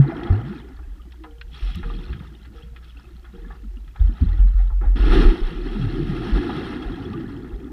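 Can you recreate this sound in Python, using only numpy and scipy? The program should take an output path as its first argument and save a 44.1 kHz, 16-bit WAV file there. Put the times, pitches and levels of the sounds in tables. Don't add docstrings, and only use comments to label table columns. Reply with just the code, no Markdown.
import sys
import numpy as np
from scipy.fft import rfft, irfft, next_fast_len
from scipy.io import wavfile
from scipy.ndimage import map_coordinates

SR = 44100
rng = np.random.default_rng(int(sys.argv[2]) if len(sys.argv) > 2 else 0)


def to_wav(sig):
    pcm = np.clip(np.atleast_2d(sig), -1, 1) * 32767
    pcm = np.round(pcm).astype(np.int16)
    wavfile.write(sys.argv[1], SR, pcm.T)


N = 340452

# pitch_hz, density_db
HISS_SPECTRUM = [(100, 9), (600, 12.5), (3000, 7), (7000, 0), (13000, -4), (14300, 1.5), (15000, -6.5)]
# start_s, level_db, hardness_db_per_octave (tilt up the modes)
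METAL_STRIKES = [(1.241, -47.5, 7), (1.829, -42, -5), (2.545, -49, 4), (3.331, -47, -4)]
# pitch_hz, relative_level_db (before the hardness tilt), t60_s
METAL_MODES = [(465, 1, 1.0), (488, -8, 1), (776, -11.5, 0.49), (1410, -19, 0.38)]
# start_s, pitch_hz, peak_db, length_s
HOUSING_SWINGS = [(0.293, 44.7, -15.5, 0.056), (0.785, 59.4, -26, 0.091), (0.863, 44.2, -28.5, 0.13),
                  (1.438, 46.6, -31, 0.12), (1.62, 44, -17, 0.14), (1.745, 77, -27, 0.1),
                  (1.827, 38.6, -22, 0.28), (2.091, 60, -20.5, 0.057), (3.377, 43.5, -31, 0.25),
                  (3.616, 45.8, -28, 0.38), (4, 44.3, -8.5, 0.15), (3.993, 72.7, -15.5, 0.13),
                  (4.209, 70.5, -7, 0.037), (4.251, 82.1, -22, 0.18), (4.256, 43.4, -13.5, 0.2),
                  (4.389, 43.5, -5.5, 0.17), (4.542, 43.6, -9, 0.21), (4.714, 44.5, -13, 0.21),
                  (4.858, 43.9, -7.5, 0.14), (4.992, 45.1, -8.5, 0.17), (5.088, 37.8, -3.5, 0.075),
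                  (5.158, 37.5, -7, .11), (5.247, 33.7, -2, 0.087), (5.411, 29.6, -13, 0.098),
                  (5.546, 37.7, -23.5, 1), (6.319, 45, -10.5, 0.099), (6.853, 41, -22.5, 0.087),
                  (7.523, 45.4, -22.5, 0.055)]
# pitch_hz, gain_db
WALL_GAIN = [(30, 2), (200, -1), (350, 4), (470, -11.5), (780, -13.5), (1350, -15), (2000, -19.5),
             (3400, -25), (4300, -30), (5400, -36), (6400, -53.5), (8200, -54.5), (9200, -45.5),
             (11000, -58)]
# centre_hz, width_hz, gain_db
WALL_BANDS = [(601, 50, -12.5), (826, 28, 4), (988, 120, -4.5), (1290, 37, 2.5), (1544, 22.6, -22.5),
              (2090, 60, 3.5), (2236, 142, -7.5), (2530, 58, 0), (2907, 19, -12.5), (3296, 30, 6.5),
              (4780, 160, -8.5)]
# start_s,
# relative_level_db, pitch_hz
HOUSING_KNOCKS = [(0.299, -21, 214), (1.058, -40, 335), (1.756, -26, 182), (3.326, -35, 185),
                  (3.443, -35, 199), (3.624, -32.5, 214), (3.76, -37, 227), (4.005, -32, 163),
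                  (4.085, -24.5, 233), (4.209, -16, 241), (4.22, -17.5, 171), (4.255, -34.5, 201),
                  (4.382, -32, 177), (4.433, -30.5, 196.5), (4.836, -33, 323), (4.966, -28, 363)]
# start_s, relative_level_db, pitch_hz, t60_s
BUBBLE_POPS = [(0.233, -35, 3350, 0.047), (0.271, -33, 890, 0.05), (0.77, -57, 2090, .055),
               (0.79, -46, 1150, .07), (0.976, -60, 1100, .06), (1.121, -45.5, 3760, 0.039),
               (1.237, -41.5, 2830, 0.061), (1.24, -36, 992, 0.14), (1.412, -33.5, 2740, 0.037),
               (1.747, -35.5, 3830, 0.044), (1.829, -34, 1584, .13), (1.9, -36.5, 1290, 0.032),
               (2.129, -36.5, 2440, 0.074), (2.2, -43.5, 1660, .05), (2.449, -47.5, 2030, 0.1),
               (2.762, -40, 2470, 0.068), (3.243, -47, 1440, 0.21), (3.442, -51, 1110, 0.14),
               (3.502, -40.5, 1147, 0.18), (3.877, -49, 2410, 0.073), (3.958, -42, 1285, .072),
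               (4.471, -48.5, 1600, 0.1), (4.702, -40, 860, 0.14), (4.813, -38, 1280, .1),
               (4.964, -38, 1900, 0.066), (6.492, -27, 977, 0.092), (7.131, -41.5, 4080, 0.038),
               (7.445, -44, 1830, 0.048)]
# start_s, relative_level_db, pitch_hz
NEAR_BUBBLES = [(0.119, -33.5, 651), (0.995, -53, 1200), (1.411, -47, 1487), (1.9, -40.5, 1170),
                (3.448, -50.5, 1680), (3.507, -47.5, 1700), (4.328, -48, 1880), (4.597, -46, 747),
                (6.38, -35.5, 1650), (7.052, -44.5, 3280), (7.136, -38.5, 1156), (7.254, -45, 1700)]
# start_s, start_hz, end_hz, level_db (before fade and fall), rise_s, length_s,
# fall_db (over the length; negative grows)
AIR_POCKETS = [(0.0, 136.6, 139, 0.5, 0.0019, 0.11, 36), (0.083, 321, 339, -20.5, 0.0058, 0.026, -4.5),
               (0.301, 85, 123.5, -6, 0.0066, 0.12, 21), (.42, 114, 176, -29, 0.017, 0.092, -1),
               (.48, 180, 225, -19.5, 0.038, 0.056, 10), (1.2, 330, 286, -38.5, 0.011, 0.15, 13),
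               (5.152, 405, 353, -16.5, 0.023, 0.045, 5), (5.745, 234.7, 127.6, -21.5, 0.033, 0.15, 9),
               (5.79, 150, 90, -21, 0.021, 0.11, -3), (5.97, 121, 165, -22, 0.033, 0.087, 8),
               (6.08, 171.4, 120.5, -23, 0.039, 0.079, 5), (7.155, 334, 324, -24, 0.012, 0.069, 11)]
# start_s, rise_s, hold_s, fall_db_per_s,
# level_db, big_db (big bubbles re level), fine_db (fine bubbles re level); all before the layer trims
AIR_SURGES = [(0, .012, .22, 34, -42, 8, -13), (.238, .03, .06, 60, -45, 9, -14),
              (.42, .05, .11, 110, -54, 12, -1), (1.476, .11, .14, 36, -53, -1, 4.5),
              (1.747, .08, .32, 30, -54.5, 8, -3), (2.532, .012, .04, 110, -60, 2, 3),
              (2.819, .035, .01, 150, -60, -3.5, 4.5), (2.929, .05, .12, 40, -65, 7, 0),
              (3.235, .13, .19, 90, -61, 7.5, -4), (3.94, 0.022, .08, 22, -55, 2, -6),
              (4.135, .05, .16, 55, -52, 1, -5), (4.56, .03, .03, 98, -54, -8.5, -9),
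              (4.808, .012, .035, 170, -45, 3, -20), (4.953, .008, .29, 21, -40.5, 6.5, -3.5),
              (5.01, .1, .135, 113, -33, 11.5, -3.5), (5.39, .49, .41, 20, -46.5, 14.5, -2),
              (5.946, .474, .13, 20, -39, 9.5, -6), (6.708, .15, .32, 12, -53.5, 19.5, -13.5)]
# big_db, middling_db, fine_db
CALM_LEVELS_DB = [-62, -71, -71]
# start_s, relative_level_db
CHURN_LEVEL = [(.03, -44), (.45, -44), (.65, -56.5), (1.4, -59), (1.8, -43), (2.1, -41), (2.8, -58),
               (3.398, -52), (3.898, -62), (4.1, -46), (4.9, -53), (5.171, -29.5), (5.38, -45.5),
               (5.68, -43), (6, -31.5), (6.402, -38), (7.252, -39), (7.7, -46)]

TOP_HZ = 15300
BOOM_RISE_S = 0.016
THICK_DB = -40
STRAYS_PER_S, STRAY_DB, STRAY_FOLLOWS, STRAY_SPREAD_DB = 24, -29, .55, 5
STRAY_LO_HZ, STRAY_HI_HZ = 1150, 4200


def amp(db):
    return 10 ** (np.asarray(db) / 20)


def unit(x):
    return x / np.sqrt(np.mean(x ** 2) + 1e-20)


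def along(points, hz):
    f, v = np.transpose(points)
    return np.interp(np.log(hz + 1), np.log(f + 1), v)


def wobble(knots_per_s):
    knots = rng.standard_normal(int(N * knots_per_s / SR) + 4)
    return map_coordinates(knots, [np.arange(N) * knots_per_s / SR])


def seconds(length_s):
    return np.arange(int(length_s * SR)) / SR


def add(track, start_s, sound):
    part = track[max(round(start_s * SR), 0):][:len(sound)]
    part += sound[:len(part)]


def coloured(x, gain):
    m = 2 * next_fast_len(len(x) // 2 + 2048)
    log_gain = np.log(np.maximum(gain(np.fft.rfftfreq(m, 1 / SR)), 1e-6))
    cepstrum = irfft(log_gain)
    cepstrum[1:m // 2] *= 2
    cepstrum[m // 2 + 1:] = 0
    return irfft(rfft(x, m) * np.exp(rfft(cepstrum)))[:len(x)]


def band(hz, lo_hz, hi_hz, order=5):
    low_side = 1 + (lo_hz / (hz + 1)) ** (2 * order)
    high_side = 1 + (hz / hi_hz) ** (2 * order)
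    return (low_side * high_side) ** -.5


def housing(hz):
    bands_db = sum(db * np.exp(-.5 * ((hz - centre_hz) / width_hz) ** 2)
                   for centre_hz, width_hz, db in WALL_BANDS)
    return amp(along(WALL_GAIN, hz) + bands_db)


def swell(t, rise_s, length_s):
    return np.sin(np.pi / 2 * np.interp(t, [0, min(rise_s, length_s), length_s], [0, 1, 0]))


def background():
    phase = 2 * np.pi * 59.2 * np.arange(N) / SR + .2 * wobble(5.0)
    hum = amp(-42.5 + wobble(2.6)) * np.sqrt(2) * np.sin(phase)
    stir = amp(-45) * unit(coloured(rng.standard_normal(N), lambda f: band(f, 30, 59.8, order=6)))
    hiss = amp(-64.5) * unit(coloured(rng.standard_normal(N), lambda f: amp(along(HISS_SPECTRUM, f))))
    return hum + stir + hiss


def clangs():
    out, t = np.zeros(N), seconds(0.58)
    base_hz = METAL_MODES[0][0]
    for start_s, db, hardness_db in METAL_STRIKES:
        waver = 0.54 * wobble(16)[:len(t)]
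        ring = np.zeros(len(t))
        for hz, mode_db, t60_s in METAL_MODES:
            decay_db = mode_db + hardness_db * np.log2(hz / base_hz) - 60 * t / t60_s
            ring += amp(decay_db) * np.sin(2 * np.pi * (hz * t + rng.random()) + waver)
        add(out, start_s, ring * amp(db) * swell(t, 0.022, t[-1]))
    return out


def booms():
    out = np.zeros(N)
    for start_s, hz, db, length_s in HOUSING_SWINGS:
        t = seconds(length_s)
        envelope = swell(t, BOOM_RISE_S, length_s) ** 1.18
        add(out, start_s, amp(db) * envelope * np.sin(2 * np.pi * hz * t))
    return out


def burst(hz, t60_s, width, ring_db, attack_s, order):
    t = seconds(.25)
    source = rng.standard_normal(len(t)) + amp(ring_db) * np.sin(2 * np.pi * hz * t)
    source *= 1000. ** (-t / t60_s) * (1 - np.exp(-t / attack_s))
    heard = coloured(source, lambda f: band(f, hz / width, hz * width, order) * housing(f))
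    return heard / np.abs(heard).max()


def knocks():
    out = np.zeros(N)
    for start_s, db, hz in HOUSING_KNOCKS:
        knock = burst(hz, t60_s=0.12, width=1.166, ring_db=-20.0, attack_s=0.0045, order=7)
        add(out, start_s, amp(db - 2.5) * knock)
    return out


def pops():
    out = np.zeros(N)
    for start_s, db, hz, t60_s in BUBBLE_POPS:
        pop = burst(hz, t60_s, width=1.61, ring_db=-16.0, attack_s=0.00017, order=4)
        add(out, start_s, amp(db + 3.5) * pop)
    return out


def snap():
    out, t = np.zeros(N), seconds(.03)
    noise = rng.standard_normal(len(t)) * amp(-60 * t / 0.013)
    add(out, 1.756, amp(-39.5) * coloured(noise, lambda f: band(f, 3000, 13000, order=2)))
    return out


def plink(hz, t60_s, attack_s, climb):
    t = seconds(.1)
    ring = np.sin(2 * np.pi * hz * t * (1 + climb * t / t60_s))
    ring *= (1 - np.exp(-t / attack_s)) * 1000. 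** (-t / t60_s)
    return ring / np.abs(ring).max()


def plinks(cloud_db):
    out = np.zeros(N)
    when, pitch, size = rng.random((int(STRAYS_PER_S * N / SR), 3)).T
    stray_hz = STRAY_LO_HZ * (STRAY_HI_HZ / STRAY_LO_HZ) ** pitch
    over_thick_db = cloud_db[(when * N).astype(int)] - THICK_DB
    outside_db = STRAY_DB + STRAY_FOLLOWS * over_thick_db + STRAY_SPREAD_DB * size
    heard_db = outside_db + 20 * np.log10(housing(stray_hz))
    for start_s, db, hz in zip(when * N / SR, heard_db, stray_hz):
        add(out, start_s, amp(db) * plink(hz, t60_s=.05 * (1000 / hz) ** .6, attack_s=.002, climb=.02))
    for start_s, db, hz in NEAR_BUBBLES:
        near = plink(hz, t60_s=.058 * (1000 / hz) ** 0.53, attack_s=0.009, climb=0.061)
        add(out, start_s, amp(db + 3.0) * near)
    return out


def bloops():
    out = np.zeros(N)
    for start_s, start_hz, end_hz, db, rise_s, length_s, fall_db in AIR_POCKETS:
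        t = seconds(length_s)
        hz = start_hz * (end_hz / start_hz) ** (t / length_s)
        phase = 2 * np.pi * np.cumsum(hz) / SR
        fade = np.sin(np.pi / 2 * np.clip(np.minimum(t / rise_s, (length_s - t) / 0.028), 0, 1))
        add(out, start_s, np.sin(phase) * amp(db - fall_db * t / length_s) * fade)
    return out


def surges():
    t = np.arange(N) / SR
    power = amp(CALM_LEVELS_DB)[:, None] ** 2 * np.ones(N)
    for start_s, rise_s, hold_s, fall_db_per_s, db, big_db, fine_db in AIR_SURGES:
        falling_s = np.maximum(t - start_s - rise_s - hold_s, 0)
        envelope = np.clip((t - start_s) / rise_s, 0, 1) * amp(db - fall_db_per_s * falling_s)
        power += amp([big_db, 0, fine_db])[:, None] ** 2 * envelope ** 2
    return 10 * np.log10(power)


def cloud(level_db, lo_hz, hi_hz, bubbles_per_s, cycles, spread_db, wash_db, crowding):
    level = amp(level_db)
    density = (level / level.max()) ** crowding
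    born = np.cumsum(density) / SR
    count = int(bubbles_per_s * born[-1])
    when, pitch, size, life = rng.random((count, 4)).T
    start = np.minimum(np.searchsorted(born, when * born[-1]), N - 1)
    hz = (lo_hz + pitch * (hi_hz - lo_hz))[:, None]
    t = seconds(min(cycles / lo_hz, .2))
    age = t * hz / (cycles * (.5 + life[:, None]))
    rings = np.sin(2 * np.pi * hz * t * (1 + .04 * age)) * 1000. ** -age
    strength = amp(spread_db * np.minimum(-np.log(1 - size), 3.5)) / np.sqrt(density[start])
    sample = start[:, None] + np.arange(len(t))
    weighted = rings * np.sqrt(hz) * strength[:, None]
    grains = np.bincount(sample.ravel(), weighted.ravel(), N)[:N]
    share = amp(wash_db) * np.sqrt(density)
    wash = rng.standard_normal(N) * np.sqrt(SR / 2 / (hi_hz - lo_hz))
    mix = (unit(grains) + share * wash) / np.hypot(1, share)
    return level * unit(coloured(mix, lambda f: band(f, lo_hz, hi_hz) * housing(f)))


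def foam(big_db, middling_db, fine_db):
    coarse_db = .35 * (middling_db - fine_db)
    churn_db = np.interp(np.arange(N) / SR, *np.transpose(CHURN_LEVEL))
    churn = amp(2.5) * cloud(churn_db, 78, 209.6, bubbles_per_s=150, cycles=11,
                             spread_db=4.0, wash_db=-5.5, crowding=.3)
    gurgle = amp(0.5) * cloud(big_db, 183.7, 484, bubbles_per_s=350, cycles=44,
                              spread_db=2, wash_db=-5.0, crowding=.45)
    glug = amp(-4) * cloud(middling_db + coarse_db, 458, 1072, bubbles_per_s=1800, cycles=27.4,
                           spread_db=4.5, wash_db=-6.0, crowding=.62)
    babble = amp(-0.5) * cloud(middling_db, 1101, 2300, bubbles_per_s=4000, cycles=34,
                               spread_db=1.5, wash_db=-1.5, crowding=.7)
    fizz = cloud(fine_db, 2270, 14000, bubbles_per_s=12000, cycles=61,
                 spread_db=5.5, wash_db=4.5, crowding=.78)
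    flurry_db = 1.1 + 0.035 * np.maximum(THICK_DB - middling_db, 0)
    flurries = amp(flurry_db * wobble(30))
    return churn + amp(1.1 * wobble(12)) * gurgle + flurries * (glug + babble + fizz)


def scene():
    big_db, middling_db, fine_db = surges()
    mix = background() + clangs() + booms() + knocks() + pops() + snap()
    mix += plinks(fine_db) + bloops() + foam(big_db, middling_db, fine_db)
    return mix[None]


def record(dry):
    m = next_fast_len(N + SR // 2)
    passed = np.fft.rfftfreq(m, 1 / SR) < TOP_HZ
    return irfft(rfft(dry, m) * passed, m)[:, :N]


dry = scene()
out = record(dry)
to_wav(out)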